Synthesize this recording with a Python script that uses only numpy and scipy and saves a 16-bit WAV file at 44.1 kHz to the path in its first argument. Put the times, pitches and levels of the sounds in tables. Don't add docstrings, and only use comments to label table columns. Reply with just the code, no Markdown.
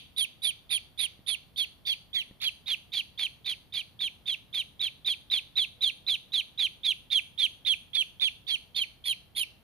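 import sys
import numpy as np
from scipy import signal
from scipy.fft import rfft, irfft, next_fast_len
from scipy.io import wavfile
from scipy.ndimage import map_coordinates

SR = 44100
rng = np.random.default_rng(int(sys.argv[2]) if len(sys.argv) > 2 else 0)


def generate_wav(sig):
    pcm = np.round(np.clip(np.atleast_2d(sig).T, -1, 1) * 32767).astype(np.int16)
    wavfile.write(sys.argv[1], SR, pcm)


N = 424671


def from_db(db):
    return 10 ** (np.asarray(db) / 20)


def rms_one(x):
    return x / np.sqrt(np.mean(x ** 2) + 1e-20)


def in_time(rows):
    knots_s, *columns = np.transpose(rows)
    t = np.arange(N) / SR
    return [np.interp(t, knots_s, column) for column in columns]


def coloured(x, points):
    size = next_fast_len(x.shape[-1] + 2048)
    hz, db = np.transpose(points)
    bins_hz = np.maximum(np.fft.rfftfreq(size, 1 / SR), 1)
    response = from_db(np.interp(np.log(bins_hz), np.log(hz), db))
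    return irfft(rfft(x, size) * response, size)[..., :x.shape[-1]]


def waver(rate_hz):
    low_pass = signal.butter(2, rate_hz, fs=SR, output="sos")
    return rms_one(signal.sosfilt(low_pass, rng.standard_normal(N)))


def background(level_db=-60.5, side_db=-4):
    # f/Hz, level/dB per Hz
    noise_spectrum = [(15, -28), (30, -2.5), (58, 2), (135, 2), (230, -4.5), (380, -11.5), (700, -13),
                      (1500, -21), (4000, -23), (6000, -34.5), (8000, -38.5), (9500, -29), (12500, -27),
                      (15000, -30)]
    mid, side = coloured(rng.standard_normal((2, N)), noise_spectrum)
    return from_db(level_db) * rms_one(mid + from_db(side_db) * side * [[1], [-1]])


def envelope_db(t, length, shape):
    depth_db, begin_s, full_s, release_s, fall_db = shape
    swell_db = np.interp(t, [begin_s, full_s], [-depth_db, 0])
    return swell_db - fall_db * np.maximum(1 - (length - t) / release_s, 0)


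def whistle_pitch(t, length, crest_hz, settle_hz):
    hop_share, hop_s = 0.125, 0.011
    crest_end_s, sag_s = 0.019, 0.027
    collapse_share, collapse_s = 0.41, 0.0088
    lowest_hz = 2226
    hop = 1 - hop_share * np.maximum(1 - t / hop_s, 0)
    sag = settle_hz + (crest_hz - settle_hz) * np.exp(-np.maximum(t - crest_end_s, 0) / sag_s)
    collapse = 1 - collapse_share * np.exp((t - length) / collapse_s)
    return np.maximum(hop * sag * collapse, lowest_hz)


def peep_controls():
    # start t/s, length t/s, crest pitch f/Hz, main whistle level/dB midway between early and late,
    # time into the peep at which the rasp starts to fade t/s
    peeps = [(0.163, 0.094, 3850, -27.5, 0.049), (0.419, 0.096, 3910, -28.5, 0.053),
             (0.693, 0.093, 3830, -29.5, 0.057), (0.976, 0.094, 3850, -30, 0.065),
             (1.263, 0.094, 3730, -29.5, 0.044), (1.56, 0.092, 3710, -29, 0.046),
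             (1.851, .094, 3699, -29, 0.053), (2.13, .098, 3703, -29, 0.035),
             (2.401, 0.097, 3750, -31, 0.052), (2.659, 0.093, 3820, -29, 0.059),
             (2.919, 0.097, 3830, -31, 0.07), (3.176, 0.098, 3730, -30, 0.061),
             (3.445, 0.099, 3810, -32.5, 0.071), (3.723, 0.098, 3850, -33.5, 0.068),
             (3.991, 0.097, 3750, -29.5, 0.048), (4.257, 0.097, 3730, -30.5, 0.046),
             (4.528, 0.098, 3770, -29.5, 0.058), (4.794, 0.096, 3840, -28.5, 0.062),
             (5.047, 0.1, 3900, -28, 0.058), (5.3, 0.099, 3960, -27, 0.058),
             (5.555, 0.1, 3990, -26.5, 0.041), (5.808, .1, 3960, -26.5, .04),
             (6.065, 0.098, 4030, -27, 0.047), (6.32, .097, 3970, -26.5, 0.041),
             (6.576, .1, 3880, -25.5, 0.05), (6.833, 0.097, 3830, -24, 0.037),
             (7.102, 0.098, 3746, -24, .036), (7.377, 0.094, 3730, -24, 0.052),
             (7.649, 0.097, 3730, -23.5, 0.037), (7.932, 0.099, 3650, -25.5, .033),
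             (8.197, 0.094, 3760, -25.5, 0.046), (8.467, 0.098, 3720, -28, .048),
             (8.746, 0.1, 3680, -29, 0.046), (9.04, .099, 3610, -29, .043), (9.35, 0.095, 3630, -31, 0.051)]
    # t/s, settling pitch f/Hz, main whistle early minus late level/dB,
    # second whistle early level/dB, second whistle late level/dB, rasp level/dB before the gain in duckling()
    voice_drift = [(0.2, 3125, 1.5, -40.5, -46, -39.5), (1.0, 3247, 0.5, -39, -46.5, -37.5),
                   (1.85, 3230, -1.5, -34, -40.5, -38.5), (2.13, 3094, 5, -42, -43, -40.5),
                   (2.4, 3240, -7, -43, -39, -38), (3.4, 3194, 1, -34.5, -44, -41.5),
                   (4.2, 3126, 0.5, -44.5, -38.5, -43.5), (5.3, 3180, 7.5, -44.5, -36.5, -39),
                   (6.4, 3140, 1.5, -44, -35.5, -40.5), (7.2, 3200, -0.5, -44.5, -37, -38),
                   (8.0, 3234, 0.5, -40.5, -45, -37), (8.7, 3130, -3, -31, -44.5, -38.5),
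                   (9.05, 3112, -3.5, -38.5, -37.5, -39.5), (9.35, 3020, -4.5, -39.5, -43.5, -38.5)]
    # initial depth level/dB, swell begins t/s, swell ends t/s,
    # release before the end t/s, fall during the release level/dB
    main_shape = (12.9, 0.0045, 0.02415, 0.0056, 14)
    second_shape = (22.7, 0.002, 0.035, 0.021, 11.6)
    rasp_shape = (26.4, 0.0027, 0.0183, 0.023, 18)
    overtone_shape = (11.3, 0.036, 0.058, 0.011, 58)
    undertone_shape = (25, 0.005, 0.028, 0.042, 55)
    early_s, late_s = 0.03, 0.075
    second_ratio, widest_s, narrowing_per_s = 1.275, 0.047, 1.2
    ratio_spread = 0.025
    rasp_fade_db_per_s, rasp_fade_db = 762, 19.5
    crack_s, crack_db = 2.13, -35.5

    pitch, ratio, gains = np.full(N, 3000.), np.ones(N), np.zeros((5, N))
    drift = np.array(in_time(voice_drift))
    detunes = ratio_spread * rng.standard_normal(len(peeps))
    for (start_s, length, crest_hz, level_db, rasp_s), detune in zip(peeps, detunes):
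        at = np.arange(int(start_s * SR), min(int((start_s + length) * SR), N))
        t = (at - at[0]) / SR
        settle_hz, lean_db, second_early_db, second_late_db, rasp_level_db = drift[:, at[0]]
        pitch[at] = whistle_pitch(t, length, crest_hz, settle_hz)
        ratio[at] = second_ratio + detune - narrowing_per_s * np.abs(t - widest_s)

        late = np.interp(t, [early_s, late_s], [0, 1])
        main_db = level_db + lean_db * (.5 - late) + envelope_db(t, length, main_shape)
        second_db = (1 - late) * second_early_db + late * second_late_db
        second_db = second_db + envelope_db(t, length, second_shape)
        cracked = abs(start_s - crack_s) < length
        under_db = envelope_db(t, length, undertone_shape) + (crack_db if cracked else -np.inf)
        rasp_fall_db = np.clip(rasp_fade_db_per_s * (t - rasp_s), 0, rasp_fade_db)
        rasp_db = rasp_level_db + envelope_db(t, length, rasp_shape) - rasp_fall_db
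        bloom_db = envelope_db(t, length, overtone_shape)
        fade = np.clip(np.minimum(t, length - t) / .001, 0, 1)
        gains[:, at] = fade * from_db([main_db, second_db, under_db, rasp_db, bloom_db])
    return pitch, ratio, gains


def duckling(jitter=0.0058, rasp_jitter=0.0558, shimmer_db=1.82, second_jitter=0.00918,
             second_shimmer_db=3.0, overtone_shimmer_db=2, overtone_blur=0.42,
             rasp_shimmer_db=6, rasp_db=5, clump_db=3):
    # multiple of its pitch, level/dB
    overtone_levels = [(2, -24), (3, -20), (4, -26)]
    # f/Hz, level/dB per Hz
    rasp_spectrum = [(500, -23.5), (850, -15.5), (1550, -12.5), (1950, -2.5), (2300, 11), (2900, -2.5),
                     (3600, -2), (4650, -1), (5400, -17), (6100, -11.5), (7300, -16), (9400, -12),
                     (12200, -15.5), (13600, -14), (15000, -23)]
    pitch, ratio, (main, second, under, rasp, bloom) = peep_controls()
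    rough = np.clip(rasp / (main + 0.0014), 0, 1)

    main_hz = pitch * (1 + jitter * waver(317) + rasp_jitter * rough * waver(880))
    phase = 2 * np.pi * np.cumsum(main_hz) / SR
    second_hz = pitch * ratio * (1 + second_jitter * waver(315) + rasp_jitter * rough * waver(760))
    upper = 2 * np.pi * np.cumsum(second_hz) / SR

    overtones = np.zeros(N)
    for multiple, db in overtone_levels:
        strength = from_db(db + overtone_shimmer_db * waver(360))
        overtones += strength * np.sin(round(multiple) * phase + overtone_blur * waver(390))
    main_shimmer = from_db(shimmer_db * waver(85) + rasp_shimmer_db * rough * waver(340))
    whistle = main * (np.sin(phase) + bloom * overtones) * main_shimmer

    undertone = under * np.sin(upper / 2 + 0.83 * waver(160))
    second_shimmer = from_db(second_shimmer_db * waver(110) + rasp_shimmer_db * rough * waver(390))
    partner = (second * np.sin(upper) + undertone) * second_shimmer

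    noise = coloured(rng.standard_normal(N), rasp_spectrum)
    low = coloured(noise, [(2700, 1), (3400, -28)])
    low_clumps = low * from_db(clump_db * waver(63))
    high_clumps = (noise - low) * from_db(clump_db * waver(90))
    grit = rms_one(low_clumps + high_clumps)
    return np.sqrt(2) * (whistle + partner) + from_db(rasp_db) * rasp * grit


def echoes(voice, t60, delay_s):
    t = np.arange(int(1.3 * t60 * SR)) / SR
    reflections = rng.standard_normal((2, N))[:, :len(t)]
    tail = reflections * from_db(-60 * t / t60) * (t > delay_s)
    impulse_response = rms_one(tail) / np.sqrt(len(t))
    return signal.fftconvolve(voice[None], impulse_response, axes=1)[:, :len(voice)]


def microphones(voice):
    # t/s, left minus right level/dB, treble beam level/dB (left gets 0.15 of it),
    # extra level of the very top level/dB
    aim = [(0.2, -5.5, 21, 2), (1.3, -10, 21, -3), (1.6, -5.5, 9.5, 6), (2.2, -5.5, -3.5, 5.5),
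           (3.3, -4.5, 5.5, 1), (5.3, -4, 4.5, 3.5), (6.6, -5, 3.5, 0), (8.4, -9, -0.5, -4),
           (8.8, -5, 5.5, 3), (9.2, -4, 20, 5)]
    # t/s, lag/samples
    left_lag = [(0.2, 9), (1.3, 11), (2.1, 7.5), (3, -1.4), (5.7, -1.76), (7.9, 2.5), (8.9, 12)]
    # f/Hz, level/dB
    left_port = [(1000, -2), (2200, -12), (3400, 0), (6400, -5.5), (7400, -1), (8200, -34), (9600, -24),
                 (12000, -38.5), (15000, -13)]
    right_port = [(1000, -4.5), (2200, -5), (3400, 0.5), (6400, -3), (7400, -13.5), (8000, -31.5),
                  (8800, -6), (9700, 0), (13000, -6.5), (15000, -35)]
    near_walls_db = -10
    pan_db, beam_db, top_db = in_time(aim)
    lag, = in_time(left_lag)

    heard = voice + from_db(near_walls_db) * echoes(voice, t60=.04, delay_s=.0004)
    very_top = coloured(heard, [(10300, -61), (11800, 2.5)])
    heard = heard + very_top * (from_db(top_db) - 1)
    treble = coloured(heard, [(7600, -81), (8600, -4.5), (10300, -5.0), (12300, -17.5), (15000, -26)])
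    left, right = heard + treble * (from_db([.15 * beam_db, beam_db]) - 1)
    left = map_coordinates(left, [np.arange(N) - lag], order=3)

    balance = from_db(pan_db)
    pair = np.array([coloured(balance * left, left_port), coloured(right, right_port)])
    return pair * np.sqrt(2 / (1 + balance ** 2))


def room(voice):
    # f/Hz, level/dB
    room_colour = [(800, 2), (2300, -7), (3400, -4), (4500, 2), (6500, -0.5), (8000, -18.5), (9700, 4.5),
                   (12500, -4.5), (14500, -24)]
    t60_s, level_db = 0.41, -14
    run = np.concatenate([voice[:int(.27 * SR)], voice])
    return from_db(level_db) * echoes(coloured(run, room_colour), t60_s, delay_s=0.0055)[:, -N:]


def bumps():
    # t/s, level/dB
    strikes = [(1.192, -53.5), (2.311, -47.5)]
    # f/Hz, level/dB, decay by 60 dB t/s
    modes = [(128, -3, 0.059), (192, 2.5, 0.043), (290, 0, 0.032), (479, -5, 0.016), (850, -16, .02),
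             (1880, -9, 0.022)]
    blows, t = np.zeros(N), np.arange(int(.2 * SR)) / SR
    for start_s, db in strikes:
        blows[int(start_s * SR)] = from_db(db)
    body = sum(from_db(db - 60 * t / t60) * np.sin(2 * np.pi * hz * t) for hz, db, t60 in modes)
    return signal.fftconvolve(blows, body)[:N]


def far_tone():
    # t/s, f/Hz, level/dB
    glide = [(5.68, 469, -110), (5.78, 496.5, -72), (5.88, 521.5, -79), (6.0, 507, -75.5), (6.28, 497, -81),
             (6.42, 483, -110)]
    hz, db = in_time(glide)
    phase = 2 * np.pi * np.cumsum(hz * (1 + .006 * waver(25))) / SR
    return np.sqrt(2) * from_db(db) * np.sin(phase)


def scene():
    voice = duckling()
    return microphones(voice) + room(voice) + bumps() + far_tone() + background()


def record(dry):
    cutoff_hz = 15200
    low_pass = signal.ellip(10, .1, 80, cutoff_hz, fs=SR, output="sos")
    return signal.sosfilt(low_pass, dry)


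dry = scene()
out = record(dry)
generate_wav(out)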